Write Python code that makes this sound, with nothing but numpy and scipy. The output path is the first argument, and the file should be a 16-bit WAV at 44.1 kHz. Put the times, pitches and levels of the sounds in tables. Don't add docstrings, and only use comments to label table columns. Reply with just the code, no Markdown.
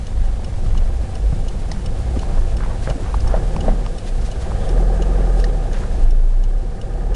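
import sys
import numpy as np
from scipy import signal
from scipy.fft import rfft, irfft, next_fast_len
from scipy.io import wavfile
from scipy.ndimage import map_coordinates

SR = 44100
rng = np.random.default_rng(int(sys.argv[2]) if len(sys.argv) > 2 else 0)


def to_wav(s):
    ch = np.atleast_2d(s).T
    pcm = np.round(np.clip(ch, -1, 1) * 32767)
    wavfile.write(sys.argv[1], SR, pcm.astype(np.int16))


N = 315315

# time_s, unevenness_db
UNEVENNESS = [(0, -1.5), (.6, 4), (1.3, 2.5), (1.75, 0.5), (2.3, 1), (2.9, -2.5), (3.3, 2), (3.8, -4),
              (4.08, -10), (4.3, -4.5), (4.6, -2.5), (5.3, -8.5), (5.9, -0.5), (6.2, 2.5), (7.15, -1)]


def engine():
    # time_s, firing_hz
    speed = [(0, 25.2), (1.4, 26.6), (2.85, 26.2), (3.05, 28.8), (3.4, 34.8), (3.76, 40), (4.04, 31),
             (4.4, 28.2), (4.82, 40.5), (5.1, 43.8), (5.38, 41.3), (5.6, 37.2), (5.8, 30), (6.05, 27),
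             (6.5, 31), (7.15, 37.6)]
    # time_s, level_db
    effort = [(0, -40), (.9, -37), (1.8, -39), (2.2, -36), (3.1, -38.5), (3.4, -34), (3.75, -34.5),
              (4.1, -39), (4.35, -37), (4.75, -31.5), (5.3, -31.5), (6.1, -35.5), (6.7, -33.5), (7.15, -30)]
    # time_s, level_db
    boom_envelope = [(0, -25.5), (.22, -10), (.48, -19), (.82, -11.5), (1.1, -24.5), (1.42, -15.5),
                     (1.8, -25.5), (2.2, -27), (2.38, -10), (2.6, -20.5), (2.9, -17), (3.05, -28),
                     (3.45, -13), (3.57, -21), (3.8, -14), (4, -26), (4.13, -14), (4.42, -27.5),
                     (4.8, -11.5), (5.12, -13.5), (5.45, -9.5), (5.97, -24), (6.03, -6.5), (6.4, -0.5),
                     (6.76, -19), (7.15, -9)]
    # frequency_hz, level_db
    roar_spectrum = [(100, -22), (190, 0), (305, -5), (355, -2), (420, -2.5), (465, 1), (492, 2),
                     (530, 1.5), (610, -5.5), (665, -2.5), (715, -6.5), (775, -0.5), (840, -13),
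                     (1100, -25.5), (1700, -15), (2000, -28.5), (5000, -61), (12000, -91)]
    # pitch_hz, width_hz, level_db
    bay_modes = [(750, 120, 2), (1239, 63, -1), (1573, 52, -5.5), (1730, 190, -11)]
    firing_hz, = curves(speed)
    effort_db, = curves(effort)
    boom_db, = curves(boom_envelope)
    uneven_db, = curves(UNEVENNESS)
    phase = 2 * np.pi * np.cumsum(firing_hz) / SR
    rev_octaves = np.log2(firing_hz / firing_hz.mean())
    flutter_db = 1.5 * amp(uneven_db) * wobble(8)
    boom = amp(boom_db + flutter_db) * unit(np.sin(phase))
    drone = amp(effort_db - 4 + 6 * rev_octaves) * exhaust(phase, firing_hz)
    growl = combustion(phase, repeat=.35, knock_db=-7 + 5 * rev_octaves)
    roar = amp(effort_db + 3 + .5 * rev_octaves + .22 * wobble(8.1)) * coloured(growl, roar_spectrum)
    bay = unit(resonate(combustion(phase, repeat=.27, knock_db=-3), bay_modes))
    clatter = amp(effort_db - 12.5 + 10 * rev_octaves) * bay
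    easing_db = effort_db - effort_db.max()
    knocks = amp(effort_db - 8.5 + easing_db) * thrum(phase)
    return boom + drone + roar + knocks + clatter


def exhaust(phase, firing_hz):
    # firing_multiple, level_db
    partials = [(.5, 10), (1.5, 0), (2, -3), (2.5, -33), (3, -0.5), (3.5, -32), (4, 0.5), (5, -10),
                (6, -16.5)]
    # pitch_hz, width_hz, lift_db
    air_modes = [(53.4, 9, 6), (104.4, 5, 8), (189, 12, 5.5)]
    out = np.zeros(N)
    for multiple, level_db in partials:
        hz = multiple * firing_hz
        lift_db = sum(db / (1 + ((hz - mode_hz) / width) ** 2) for mode_hz, width, db in air_modes)
        waver_db = 1.4 * wobble(11)
        tone = np.sin(multiple * phase + rng.uniform(0, 2 * np.pi) + .18 * wobble(12))
        out += amp(level_db + lift_db + waver_db) * unit(tone)
    return out


def combustion(phase, repeat, knock_db):
    cycle = phase / (8 * np.pi) % 1
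    crank_turn = phase / (4 * np.pi) % 1
    pattern = map_coordinates(rng.standard_normal(512), [cycle * 512], mode='grid-wrap')
    fresh = wobble(5000)
    surge = 1 + amp(knock_db) * np.exp(-crank_turn / .09)
    firing_pulse = amp(1.3 * np.cos(phase))
    return (np.sqrt(repeat) * pattern + np.sqrt(1 - repeat) * fresh) * surge * firing_pulse


def thrum(phase):
    # position_firings, pitch_hz, width_hz, level_db
    panels = [(.3, 1220, 50, -9), (1.3, 492, 55, -.5), (2.8, 772, 65, 2), (1.9, 665, 60, -4),
              (3.0, 360, 50, 6), (3.9, 425, 60, 0), (3.4, 860, 110, -10)]
    out = np.zeros(N)
    for position, hz, width, db in panels:
        cycle_count = np.floor(phase / (8 * np.pi) - position / 4)
        knocks = np.diff(cycle_count, prepend=-1) * amp(1.5 * wobble(11))
        out += amp(db) * band(knocks, hz, width)
    return out


def road():
    # frequency_hz, level_db
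    shudder_spectrum = [(12, -2), (24, 1.5), (36, -2.5), (48, 5), (61, -1), (76, -6), (130, -17.5),
                        (400, -120)]
    rumble_spectrum = [(45, -28), (78, 3), (92, -2.5), (102, 3), (116, -7), (160, -5.5), (195, -8),
                       (280, -16), (500, -50), (2000, -110)]
    grit_spectrum = [(300, -44), (700, 2.5), (1000, 0), (1400, -4.5), (2000, -7), (3000, -11),
                     (6000, -22.5), (12000, -69)]
    hiss_spectrum = [(500, -0.5), (1700, 3), (3000, 2.5), (4200, 2.1), (6000, 0.5), (8000, 0),
                     (10000, -2.5), (12000, -9)]
    uneven_db, = curves(UNEVENNESS)
    shudder = amp(-20 + uneven_db + 1.2 * wobble(7)) * coloured(noise(), shudder_spectrum)
    rumble = amp(-28.5 + .41 * uneven_db + 1.66 * wobble(14)) * coloured(noise(), rumble_spectrum)
    grit_db = -44 + .11 * uneven_db + 1.34 * wobble(25)
    grit = amp(grit_db) * coloured(noise() * amp(2.5 * wobble(400)), grit_spectrum)
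    hiss = amp(-44.5 + .76 * wobble(54)) * coloured(noise(), hiss_spectrum)
    return shudder + rumble + grit + hiss


def bumps():
    # middle_s, level_db, pitch_hz
    heaves = [(.19, -9.5, 51.6), (0.331, -10.5, 51.5), (.74, -16, 50.1), (1.0, -14.5, 56.2),
              (1.26, -10, 48.6), (2.15, -15.5, 59.6), (2.36, -18.5, 57.6), (2.531, -16.5, 56.4),
              (3.2, -14, 54.8), (3.301, -8.5, 28.55), (3.71, -8, 27.4), (4.222, -13.5, 53.7),
              (4.421, -15.5, 56.5), (5.999, -12.5, 52.8)]
    # start_s, level_db, pitch_hz
    thumps = [(1.324, -11, 145), (2.163, -16, 258), (2.166, -23, 345), (2.168, -20, 150), (2.68, -22, 175),
              (2.872, -15, 132), (2.902, -15, 135), (2.955, -23, 280), (3.02, -26, 290), (3.560, -15, 185),
              (3.70, -20, 185)]
    out = np.zeros(N)
    heave_s = .2013
    t = np.arange(int(heave_s * SR)) / SR
    for middle, db, hz in heaves:
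        heave = np.hanning(len(t)) * np.sin(2 * np.pi * (hz * t + rng.random()))
        add(out, middle - heave_s / 2, amp(db) * heave)
    for start, db, hz in thumps:
        thud = contact([(2 * hz, 2 * hz, 0)], chatter_s=.0065, soft_hz=2500)
        add(out, start, amp(db) * (ring(hz, rise_s=.0045) + amp(-11.5) * thud))
    return out


def clonks():
    # start_s, level_db, pitch_hz
    landings = [(2.873, -16, 540), (2.892, -17, 540), (2.899, -14, 590), (3.3395, -6.5, 615),
                (3.6803, -6, 615)]
    # pitch_multiple, level_db
    modes = [(1, 0), (1.35, -12), (2.25, -26), (2.9, -26)]
    bounce_s, bounce_db, bounce_pitch_ratio = .00815, -6, 1.14
    out = np.zeros(N)
    blow = lambda hz: sum(amp(db) * ring(k * hz, rise_s=.0024, padding=3) for k, db in modes)
    for start, db, hz in landings:
        add(out, start, amp(db) * blow(hz))
        add(out, start + bounce_s, amp(db + bounce_db) * blow(bounce_pitch_ratio * hz))
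    return out


def trim():
    # start_s, level_db, lower_mode_hz
    taps = [(.751, -28, 900), (1.33, -29, 600), (1.717, -27, 660), (2.231, -26, 800), (2.635, -28, 1080),
            (2.66, -30, 700), (2.874, -29, 1300), (3.080, -30, 620), (3.095, -31, 720), (3.1422, -18, 880),
            (3.564, -22, 780), (3.8635, -27, 850), (4.517, -27, 920)]
    # start_s, level_db, chatter_s, panel_hz, panel_db, panel_rise_s
    clicks = [(1.7152, -8, .003, 1950, -26, .0013), (2.232, -26, .0022, 1450, -31, .0012),
              (2.825, -28.5, .003, 1600, -38, .0018), (3.203, -19, .003, 2700, -34, .0008),
              (3.564, -20, .0009, 2400, -23, .0003), (3.8635, -21, .001, 3000, -21, .0002),
              (4.066, -29, .0035, 1900, -44, .0018), (4.213, -28, .0035, 1900, -50, .0018),
              (4.420, -30, .0035, 1900, -48, .0018), (5.4407, -9, .004, 1820, -20, .0015)]
    # pitch_hz, width_hz, level_db
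    click_modes = [(2900, 570, -3.5), (4670, 1100, 1), (5530, 720, 3.5), (6450, 570, -3.5),
                   (8700, 1900, -10.5)]
    # start_s, length_s, level_db
    rubs = [(2.197, 0.049, -42), (2.795, 0.091, -39.5), (2.88, .045, -38), (4.052, 0.056, -36.5),
            (4.23, 0.066, -40), (4.392, 0.056, -38.5), (5.355, 0.095, -39.5), (5.699, 0.2, -43)]
    # frequency_hz, level_db
    rub_spectrum = [(600, 0), (1500, 1.5), (4000, 1.5), (7000, -1), (11000, -8)]
    out = np.zeros(N)
    for start, db, hz in taps:
        pair = ring(hz, rise_s=.0011) - ring(1.3 * hz, rise_s=.0011)
        clack = contact([(hz, hz, 0)], chatter_s=.0027, soft_hz=4000)
        add(out, start, amp(db) * (pair + amp(-3.5) * clack))
    for start, db, chatter_s, panel_hz, panel_db, rise_s in clicks:
        add(out, start, amp(db - 10) * contact(click_modes, chatter_s, soft_hz=20000))
        add(out, start, amp(panel_db) * ring(panel_hz, rise_s))
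    for start, length, db in rubs:
        stroke = np.hanning(int(length * SR))
        slips = (noise() * amp(.74 * wobble(240)))[:len(stroke)]
        add(out, start, amp(db) * stroke * coloured(slips, rub_spectrum))
    return out


def indicator():
    # pitch_hz, level_db, rise_s
    closing_modes = [(2925, 1.5, 0.0037), (4114, -7, 0.004), (5270, -4, 0.002), (6250, -6, 0.003),
                     (6750, -2, 0.0022)]
    opening_modes = [(2920, -4.5, 0.0033), (3660, -12, 0.004), (5410, -.3, 0.0024), (8400, -11, .002),
                     (8860, -6.5, 0.002)]
    first_s, period_s, lamp_on_s = .0667, .7077, .3771
    closing_db, opening_db, scatter_db = -37, -35.5, 1
    out = np.zeros(N)
    for start in np.arange(first_s, N / SR, period_s):
        closing = relay_tick(closing_modes, chatter_db=.5, chatter_s=.0035)
        opening = relay_tick(opening_modes, chatter_db=-1.5, chatter_s=.003)
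        add(out, start, amp(rng.normal(closing_db, scatter_db)) * closing)
        add(out, start + lamp_on_s, amp(rng.normal(opening_db, scatter_db)) * opening)
    return out


def relay_tick(modes, chatter_db, chatter_s):
    # frequency_hz, level_db
    chatter_spectrum = [(1800, -19), (2700, 0), (4500, -4.5), (6600, -4.5), (7300, -11), (10000, -11.5)]
    t = np.arange(SR // 15) / SR
    tone = lambda hz: amp(rng.normal(0, 1.2)) * np.sin(2 * np.pi * (hz * t + rng.random()))
    frame = sum(amp(db) * swell(t, rise_s) * tone(hz) for hz, db, rise_s in modes)
    chatter = swell(t, chatter_s) * coloured(rng.standard_normal(len(t)), chatter_spectrum)
    return frame + amp(chatter_db) * chatter


def rattles():
    # start_s, length_s, level_db, pitch_hz
    flurries = [(2.13, .1, -35, 480), (2.2, 0.32, -39, 800), (2.552, 0.15, -35.5, 1240),
                (2.617, .18, -35.5, 800), (2.82, .13, -37, 1400), (2.861, 0.088, -28.5, 600),
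                (2.941, 0.12, -34, 380), (3.0, .16, -39, 1100), (3.198, 0.25, -32.5, 800),
                (3.319, .1, -30.5, 520), (3.59, 0.186, -34, 640), (3.5, 0.38, -25.5, 205),
                (5.715, 0.078, -36, 1550), (5.785, 0.099, -38, 1190)]
    out = np.zeros(N)
    for start, length, db, hz in flurries:
        envelope = np.hanning(int(length * SR))
        hits = (noise() * amp(3.2 * wobble(200)))[:len(envelope)]
        add(out, start, amp(db) * envelope * band(hits, hz, width_hz=.8 * hz))
    return out


def jiggle():
    knocks_per_s, spread_db, low_hz, high_hz = 22, 7, 420, 1206
    out = np.zeros(N)
    uneven_db, = curves(UNEVENNESS)
    for when, softness, height in rng.random((int(knocks_per_s * N / SR), 3)):
        db = -30 + uneven_db[int(when * N)] - spread_db * softness
        hz = low_hz * (high_hz / low_hz) ** height
        add(out, when * N / SR, amp(db) * low_hz / hz * ring(hz, rise_s=.0018))
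    return out


def squeak():
    start_s, length_s, level_db = 4.57, .15, -48
    out = np.zeros(N)
    stroke = np.hanning(int(length_s * SR))
    add(out, start_s, amp(level_db) * stroke * band(noise()[:len(stroke)], hz=3350, width_hz=350))
    return out


def contact(modes, chatter_s, soft_hz):
    age = np.arange(SR // 15) / SR / chatter_s
    burst = rng.standard_normal(len(age)) * np.sqrt(age) * np.exp(-age)
    force = filtered(burst, lambda hz: (1 + 1j * hz / soft_hz) ** -3.0)
    sound = resonate(force, modes)
    return sound / np.abs(sound).max()


def ring(hz, rise_s, padding=1):
    t = np.arange(SR // 15) / SR
    return swell(t, rise_s) ** padding * np.sin(2 * np.pi * hz * t)


def swell(t, rise_s):
    return t / rise_s * np.exp(1 - t / rise_s)


def amp(db):
    return 10 ** (np.asarray(db) / 20)


def unit(x):
    return x / np.sqrt(np.mean(x ** 2) + 1e-20)


def curves(rows):
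    times, *columns = np.transpose(rows)
    return [np.interp(np.arange(N) / SR, times, column) for column in columns]


def noise():
    return rng.standard_normal(N)


def wobble(rate):
    return map_coordinates(rng.standard_normal(int(N * rate / SR) + 4), [np.arange(N) * rate / SR])


def filtered(x, response):
    size = next_fast_len(len(x) + 8192)
    return irfft(rfft(x, size) * response(np.fft.rfftfreq(size, 1 / SR)), size)[:len(x)]


def coloured(x, spectrum):
    points_hz, db = np.transpose(spectrum)
    return unit(filtered(x, lambda hz: amp(np.interp(np.log(hz + 1), np.log(points_hz), db))))


def resonate(x, modes):
    return filtered(x, lambda f: sum(
        (-1) ** k * amp(db) * 1j * f * width / (hz * hz - f * f + 1j * f * width)
        for k, (hz, width, db) in enumerate(modes)))


def band(x, hz, width_hz):
    mode = [(hz, width_hz, 0)]
    return unit(resonate(resonate(x, mode), mode))


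def add(track, start_s, sound):
    part = track[max(round(start_s * SR), 0):][:len(sound)]
    part += sound[:len(part)]


def gain_control(x):
    threshold_db, cut_per_db, opening_cut_db = -14, .72, 4.5
    attack_s, recovery_db_per_s = .076, 1.5
    pole = np.exp(-1 / (attack_s * SR))
    level_db = 10 * np.log10(signal.lfilter([1 - pole], [1, -pole], x ** 2) + 1e-12)
    needed_db = cut_per_db * np.maximum(level_db - threshold_db, 0)
    recovered_db = recovery_db_per_s * np.arange(N) / SR
    cut_db = np.maximum.accumulate(np.maximum(needed_db + recovered_db, opening_cut_db)) - recovered_db
    return x * amp(-cut_db)


def scene():
    mix = engine() + road() + indicator() + bumps() + clonks() + rattles() + jiggle() + trim() + squeak()
    return mix[None]


def record(dry):
    top_hz = 10650
    return filtered(gain_control(dry[0]), lambda hz: 1 / np.sqrt(1 + (hz / top_hz) ** 54))[None]


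dry = scene()
out = record(dry)
to_wav(out)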